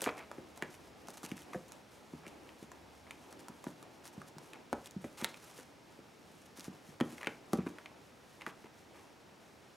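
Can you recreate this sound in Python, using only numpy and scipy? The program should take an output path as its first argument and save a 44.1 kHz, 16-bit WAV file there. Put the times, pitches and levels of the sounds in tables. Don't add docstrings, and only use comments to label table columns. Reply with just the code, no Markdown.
import sys
import numpy as np
from scipy import signal
from scipy.fft import rfft, irfft, next_fast_len
from scipy.io import wavfile
from scipy.ndimage import uniform_filter1d, map_coordinates

SR = 44100
rng = np.random.default_rng(int(sys.argv[2]) if len(sys.argv) > 2 else 0)


def generate_wav(signal):
    frames = np.transpose(np.atleast_2d(signal))
    scaled = np.clip(frames, -1, 1) * 32767
    pcm = np.round(scaled).astype(np.int16)
    wavfile.write(sys.argv[1], SR, pcm)


N = 430411

# [dB, relative]
AIR_SPECTRUM = [(15, -51), (25, -40), (37, -5), (50, -11.5), (76, -4), (133, -1), (241, -0.5), (307, -7.5),
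                (486, -4), (749, -8), (1090, -12.5), (1250, -9.5), (2730, -16), (5370, -20), (15800, -36)]
# time_s [s], level_db [dB]
DRONE_LEVEL = [(0, -70), (1.1, -70.5), (1.8, -77.5), (3.1, -67.5), (3.45, -86), (9.76, -82)]
# [dB, relative]
DRONE_SPECTRUM = [(35, -34), (62, -16), (74, -5), (110, -31), (300, -72)]
# pitch_hz [Hz], likeness [0 to 1]
STEREO_LIKENESS = [(30, 0.48), (70, 0.92), (200, 0.66), (600, 0.59), (2000, 0.61), (5000, 0.91),
                   (12000, 0.99)]
# pitch_hz [Hz], t60_s [s]
ROOM_DECAY = [(100, 0.3), (300, 0.46), (700, 0.33), (2000, 0.26), (5000, 0.39), (12000, 0.074)]
# [dB, relative]
WALL_SPECTRUM = [(80, 3.5), (200, -7.5), (600, -2.5), (2200, -4.5), (4000, -10.5), (12000, -11)]
# time_s [s], level_db [dB]
STIR_LEVEL = [(0, -55), (.35, -57), (3.5, -57.5), (6.3, -61.5), (7.1, -58.5), (9.76, -62.5)]
# [dB, relative]
SHUFFLE_SPECTRUM = [(60, -22), (170, -7.5), (300, 3.5), (550, -4), (900, -3), (1500, -17), (2500, -15),
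                    (5000, -30), (12000, -44)]
# start_s [s], length_s [s], level_db [dB]
SWISH_STROKES = [(0, 0.069, -49.5), (0.165, 0.029, -59.5), (0.56, 0.038, -62.5), (0.698, 0.06, -60),
                 (1.065, 0.054, -61), (1.131, 0.032, -60.5), (1.169, 0.021, -54.5), (1.228, 0.036, -52),
                 (1.279, 0.055, -61), (1.356, 0.064, -58.5), (1.52, 0.042, -65.5), (1.68, 0.015, -64),
                 (2.266, 0.021, -58), (2.619, 0.027, -63.5), (3.302, 0.034, -65), (3.388, 0.024, -64),
                 (4.036, 0.052, -55.5), (4.119, 0.036, -67), (4.261, 0.036, -63), (4.839, 0.036, -56),
                 (5.007, 0.07, -62.5), (5.171, 0.089, -51.5), (5.276, 0.16, -66.5), (5.423, 0.21, -62),
                 (6.353, 0.15, -69.5), (6.555, 0.065, -60), (6.624, 0.065, -59.5), (7.016, 0.29, -66.5),
                 (7.088, 0.053, -62.5), (7.519, 0.058, -60), (7.65, 0.078, -65.5), (8.469, 0.034, -61)]
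# [dB, relative]
FEATHER_SPECTRUM = [(200, -15), (900, 4.5), (2200, 0.5), (3700, -0.5), (4700, -2), (6200, 1), (8000, -2.5),
                    (10500, -3), (13000, -7), (16000, -19)]
# start_s [s], length_s [s], level_db [dB]
CLAW_DRAGS = [(0.07, 0.034, -40), (0.17, 0.072, -52), (0.614, 0.023, -48.5), (1.53, 0.007, -50),
              (2.231, 0.054, -58.5), (2.46, 0.03, -68), (3.066, 0.032, -60), (4.539, 0.022, -55.5),
              (5.193, 0.065, -51.5), (7.208, 0.034, -52), (7.583, 0.043, -53), (7.662, 0.015, -46),
              (8.403, 0.026, -60), (8.464, 0.049, -52.5), (8.641, 0.031, -58.5), (8.943, 0.062, -62.5)]
# [dB, relative]
WEAVE_SPECTRUM = [(70, -22), (200, -4), (600, 0.5), (1100, 2), (1700, -2.5), (2300, -0.5), (3100, -10),
                  (4300, -19.5), (12000, -36)]
# [dB, relative]
HARD_CONTACTS = [(0.0187, -43, 900, 8.5), (0.0412, -36, 3050, -1), (0.0626, -32.5, 1750, -30),
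                 (0.0745, -29.5, 780, -26), (0.0924, -37.5, 2020, -22), (0.192, -49, 2340, -9),
                 (0.315, -40, 1040, -13.5), (0.5754, -47.5, 900, -5), (0.6239, -31.5, 1990, -15),
                 (1.0851, -44.5, 1120, -4), (1.104, -61, 1520, 10), (1.2322, -45.5, 970, -6),
                 (1.3157, -42.5, 2500, -10), (1.3788, -50.5, 2200, -5), (1.534, -43.5, 1550, -12),
                 (1.7207, -52.5, 1490, 4.5), (2.2659, -49, 2420, -9), (2.4915, -52, 2500, -22),
                 (2.7176, -48, 890, -5.5), (3.1088, -41.5, 2300, -9.5), (3.3273, -52.5, 1150, -0.5),
                 (3.4837, -45.5, 1020, -4), (3.6417, -45, 1030, -6), (3.6674, -41.5, 850, -34),
                 (3.8276, -52.5, 1140, -1), (4.0778, -60, 3650, 9), (4.217, -45, 1380, -14),
                 (4.3836, -48.5, 1050, -2), (4.5337, -46.5, 2700, -8.5), (4.729, -28, 765, -17.5),
                 (4.733, -39.5, 1410, -28), (4.8592, -50.5, 3720, 0.5), (4.91, -57.5, 4170, 5),
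                 (5.0427, -40.5, 930, -20), (5.2448, -29.5, 3920, -3), (5.2458, -33, 1450, -23),
                 (5.343, -47.5, 2410, -10), (5.5986, -52.5, 1360, -3), (6.5958, -56.5, 3560, 9.5),
                 (6.6078, -62, 4500, 13), (6.6435, -54.5, 3850, 4), (7.002, -38, 1460, -12.5),
                 (7.0089, -31, 940, -22), (7.0096, -36.5, 2850, -12), (7.181, -46.5, 2040, -10),
                 (7.214, -48, 2430, -8), (7.231, -38.5, 1890, -17), (7.2456, -44, 2320, -13),
                 (7.2607, -48, 2900, -16), (7.2711, -29, 2240, -20), (7.5326, -32, 1040, -6),
                 (7.7852, -45, 1730, -16), (7.8593, -43.5, 2400, -20), (8.4113, -49, 2450, -16),
                 (8.419, -43.5, 2100, -21), (8.4649, -34.5, 1720, -17.5)]
# [dB, relative]
SNAP_SPECTRUM = [(1500, -22), (3800, 1.5), (5000, 2.5), (6500, 5.5), (8000, 3.5), (10700, 0.5), (13000, -7),
                 (16000, -10.5)]
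# [Hz, centre of the ring]
PAW_LANDINGS = [(0.02, -43.5, 388), (0.066, -32.5, 356), (0.382, -43, 330), (0.624, -38, 332),
                (1.086, -48.5, 315), (1.238, -42, 250), (1.318, -34, 228), (1.546, -39, 410),
                (1.557, -36, 189), (2.135, -39.5, 230), (2.267, -47, 292), (2.625, -44.5, 237),
                (3.496, -44.5, 207), (3.667, -34.5, 290), (4.177, -40, 165), (4.365, -45.5, 174),
                (4.7292, -32.5, 317), (4.963, -34.5, 168), (5.044, -37, 288), (5.223, -37.5, 240),
                (5.587, -55, 380), (5.989, -49.5, 262), (6.585, -49.5, 255), (6.68, -37.5, 215),
                (6.888, -48, 130), (7.0101, -24, 265), (7.128, -47.5, 260), (7.271, -37.5, 349),
                (7.5328, -25.5, 317), (7.5867, -28, 246), (7.665, -33, 303), (8.47, -43, 343),
                (8.643, -51, 316)]
# pitch_hz [Hz], level_db [dB, relative], t60_s [s]
BOARD_MODES = [(118, -15.5, 0.137), (169, -0.5, 0.058), (198.8, -2.5, 0.064), (246, 1, 0.055),
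               (301.8, 3, 0.035), (371, -16, 0.14), (499.5, -4, 0.11), (712, 9, 0.065)]
# [dB, relative]
SLAP_SPECTRUM = [(150, -34.5), (400, 8.5), (700, 0), (1100, -10), (1800, -8.5), (3200, -30.5), (8000, -58)]

SWING_DB = 0.4
TOP_HZ = 15850
SLAP_DB_PER_OCTAVE, SLAP_PIVOT_HZ = 18.5, 261
SLAP_GROWTH, USUAL_PAW_DB = 0.57, -37
HEEL_S, HEEL_DB, HEEL_PITCH = 0.00797, -11.5, 0.68
CHATTER_T60_S, CHATTER_KNEE_HZ = 0.023, 3400
REBOUND_S, REBOUND_DB, REBOUND_PITCH = 0.0072, -12.5, 0.57
QUILL_DB, QUILL_HZ, QUILL_SNAP_DB = 2.5, 1670, 0.5


def amp(db):
    return 10 ** (np.asarray(db) / 20)


def unit(x):
    return x / np.sqrt(np.mean(x ** 2) + 1e-20)


def crest(x, size):
    return x / np.sqrt(uniform_filter1d(x ** 2, size, mode="constant").max() + 1e-20)


def along(points, hz):
    f, v = np.transpose(points)
    return np.interp(np.log(hz + 1), np.log(f), v)


def curve(rows):
    return np.interp(np.arange(N) / SR, *np.transpose(rows))


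def wobble(rate):
    knots = rng.standard_normal(int(N * rate / SR) + 4)
    return map_coordinates(knots, [np.arange(N) * rate / SR])


def coloured(x, gain):
    n = x.shape[-1]
    m = 2 * next_fast_len(n // 2 + 4096)
    log_gain = np.log(np.maximum(gain(np.fft.rfftfreq(m, 1 / SR)), 1e-6))
    cepstrum = irfft(log_gain)
    cepstrum[1:m // 2] *= 2
    cepstrum[m // 2 + 1:] = 0
    return irfft(rfft(x, m) * np.exp(rfft(cepstrum)), m)[..., :n]


def shaped(x, spectrum):
    return coloured(x, lambda hz: amp(along(spectrum, hz)))


def add(track, s, sound):
    part = track[max(round(s * SR), 0):][:len(sound)]
    part += sound[:len(part)]


def contact(t, t60, chatter):
    tiny = rng.standard_normal(len(t)) * amp(-60 * t / t60)
    return (t == 0) + chatter * tiny / np.linalg.norm(tiny)


def airy(spectrum):
    def half_angle(hz):
        return np.arccos(np.clip(along(STEREO_LIKENESS, hz), 0, .999)) / 2
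    mid, side = shaped(rng.standard_normal((2, N)), spectrum)
    mid = coloured(mid, lambda hz: np.cos(half_angle(hz)))
    side = coloured(side, lambda hz: np.sin(half_angle(hz)))
    return unit(np.array([mid + side, mid - side]))


def background(air_db=-61, whine_db=-85.0):
    air = amp(air_db) * airy(AIR_SPECTRUM)
    drone = amp(curve(DRONE_LEVEL)) * airy(DRONE_SPECTRUM)
    phase = 2 * np.pi * 5561 * np.arange(N) / SR + wobble(15)
    whine = amp(whine_db) * np.sqrt(2) * np.sin(phase)
    return air + drone + whine


def room(x, width=0.034):
    hz, t, z = signal.stft(rng.standard_normal((2, SR // 2)), SR, nperseg=256)
    decay = amp(-60 * t / along(ROOM_DECAY, hz)[:, None])
    tail = signal.istft(z * decay, SR, nperseg=256)[1]
    tail *= 1 - np.exp(-(np.arange(tail.shape[1]) / SR / 0.0029) ** 2)
    mid, side = shaped(tail / np.linalg.norm(tail[0]), WALL_SPECTRUM)
    response = np.array([mid + width * side, mid - width * side])
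    return signal.fftconvolve(x[None], response, axes=1)[:, :N]


def fidgets(shuffle_db=-2, rustle_db=-12, catches=600):
    shuffle = amp(shuffle_db + 2.0 * wobble(12)) * airy(SHUFFLE_SPECTRUM)
    grains = (rng.random(N) < catches / SR) * (rng.random(N) - .5)
    rustle = shaped(unit(grains) + rng.standard_normal(N), FEATHER_SPECTRUM)
    flutter = unit(rustle * amp(3.3 * wobble(16)))
    return amp(curve(STIR_LEVEL)) * (shuffle + amp(rustle_db) * flutter)


def swishes(level_db=2, rise=0.0063, clump_db=3, catches=380, catch_share=0.63):
    stroke, t = np.zeros(N), np.arange(SR // 2) / SR
    for start_s, length_s, db in SWISH_STROKES:
        add(stroke, start_s, amp(db) * (1 - np.exp(-t / rise)) / (1 + (t / length_s) ** 8))
    grains = (rng.random(N) < catches / SR) * rng.standard_normal(N)
    friction = shaped(rng.standard_normal(N) + catch_share * unit(grains), FEATHER_SPECTRUM)
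    return amp(level_db) * stroke * unit(friction * amp(clump_db * wobble(110)))


def rasps(level_db=-1, slips=450, hiss_share=0.57, rise=0.00068):
    stroke, t = np.zeros(N), np.arange(SR // 4) / SR
    for start_s, length_s, db in CLAW_DRAGS:
        add(stroke, start_s, amp(db) * (1 - np.exp(-t / rise)) / (1 + (t / length_s) ** 12))
    plucks = (rng.random(N) < slips / SR) * (rng.random(N) - .5)
    fibres = shaped(unit(plucks) + hiss_share * rng.standard_normal(N), WEAVE_SPECTRUM)
    return amp(level_db) * stroke * unit(fibres)


def touches():
    rows = []
    rebound_lags = rng.uniform(0.531, 1.4, len(HARD_CONTACTS))
    for (start_s, db, pitch_hz, snap_db), lag in zip(HARD_CONTACTS, rebound_lags):
        rows.append((start_s, db, pitch_hz, snap_db))
        rows.append((start_s + lag * REBOUND_S, db + REBOUND_DB, pitch_hz * REBOUND_PITCH, snap_db))
    quill_chances = rng.uniform(-0.92, 1, (len(SWISH_STROKES), 2))
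    for (start_s, length_s, db), (when, octaves) in zip(SWISH_STROKES, quill_chances):
        quill_s = start_s + length_s * (1 + when) / 2
        rows.append((quill_s, db + QUILL_DB, QUILL_HZ * 2 ** octaves, QUILL_SNAP_DB))
    return rows


def ticks(clack_db=0, snap_db=0, width_hz=880, bass_share=0.34, top_ratio=4.7, snap_share=0.46):
    out, t = np.zeros(N), np.arange(SR // 8) / SR
    for start_s, db, pitch_hz, snap in touches():
        t60 = CHATTER_T60_S / (1 + (pitch_hz / CHATTER_KNEE_HZ) ** 4)

        def body(hz):
            r = hz / pitch_hz
            resonance = 1 / abs(1 - r ** 2 + 1j * r * width_hz / pitch_hz)
            return resonance * r / np.hypot(r, bass_share) / np.hypot(1, r / top_ratio)

        clack = coloured(contact(t, t60, chatter=0.95), body)
        tip = shaped(contact(t, t60 * snap_share, chatter=1.7), SNAP_SPECTRUM)
        add(out, start_s, amp(db + clack_db) * crest(clack, size=130))
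        add(out, start_s, amp(db + snap + snap_db) * crest(tip, size=130))
    return out


def landings():
    rows = []
    heel_lags = rng.uniform(0.64, 1.458, len(PAW_LANDINGS))
    for (start_s, db, hz), lag in zip(PAW_LANDINGS, heel_lags):
        rows.append((start_s, db, hz))
        rows.append((start_s + lag * HEEL_S, db + HEEL_DB, hz * HEEL_PITCH))
    start_s, db, hz = np.transpose(rows)
    slap_db = SLAP_DB_PER_OCTAVE * np.log2(hz / SLAP_PIVOT_HZ)
    slap_db = slap_db + (SLAP_GROWTH - 1) * (db - USUAL_PAW_DB)
    return zip(start_s, db, hz, slap_db)


def paws(ring_db=0, slap_db=-14, reach=0.49, rise=0.0025, slap_t60=0.055, radiate_hz=110):
    out, t = np.zeros(N), np.arange(SR // 4) / SR
    hz, level, t60 = np.transpose(BOARD_MODES)[:, :, None]
    for start_s, db, centre_hz, slap in landings():
        loading, luck = rng.standard_normal((2, len(BOARD_MODES), 1))
        octaves_away = np.log2(hz / centre_hz)
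        weight = amp(level + 1.0 * luck) / (1 + (octaves_away / reach) ** 4)
        mode_hz = hz * (1 + 0.044 * loading)
        modes = weight * amp(-60 * t / t60) * np.sin(2 * np.pi * mode_hz * t)
        ring = modes.sum(axis=0) * (1 - np.exp(-(t / rise) ** 2))
        pad = shaped(contact(t, slap_t60, chatter=1.1), SLAP_SPECTRUM)
        add(out, start_s, amp(db + ring_db) * crest(ring, size=220))
        add(out, start_s, amp(db + slap + slap_db) * crest(pad, size=220))
    return signal.sosfilt(signal.butter(2, radiate_hz, "high", fs=SR, output="sos"), out)


def scene(paw_room_db=-9, tick_room_db=-7, swish_room_db=-8):
    thumps = paws()
    claws = ticks() + rasps()
    brushing = swishes()
    echo = room(amp(paw_room_db) * thumps + amp(tick_room_db) * claws + amp(swish_room_db) * brushing)
    swing = amp(SWING_DB * wobble(4.4) * np.array([[1], [-1]]))
    return thumps + swing * (claws + brushing) + echo + fidgets() + background()


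def record(dry, low_hz=55):
    thin = signal.sosfilt(signal.butter(2, low_hz, "high", fs=SR, output="sos"), dry)
    m = next_fast_len(N + SR // 2)
    passband = np.fft.rfftfreq(m, 1 / SR) < TOP_HZ
    return irfft(rfft(thin, m) * passband, m)[:, :N]


dry = scene()
out = record(dry)
generate_wav(out)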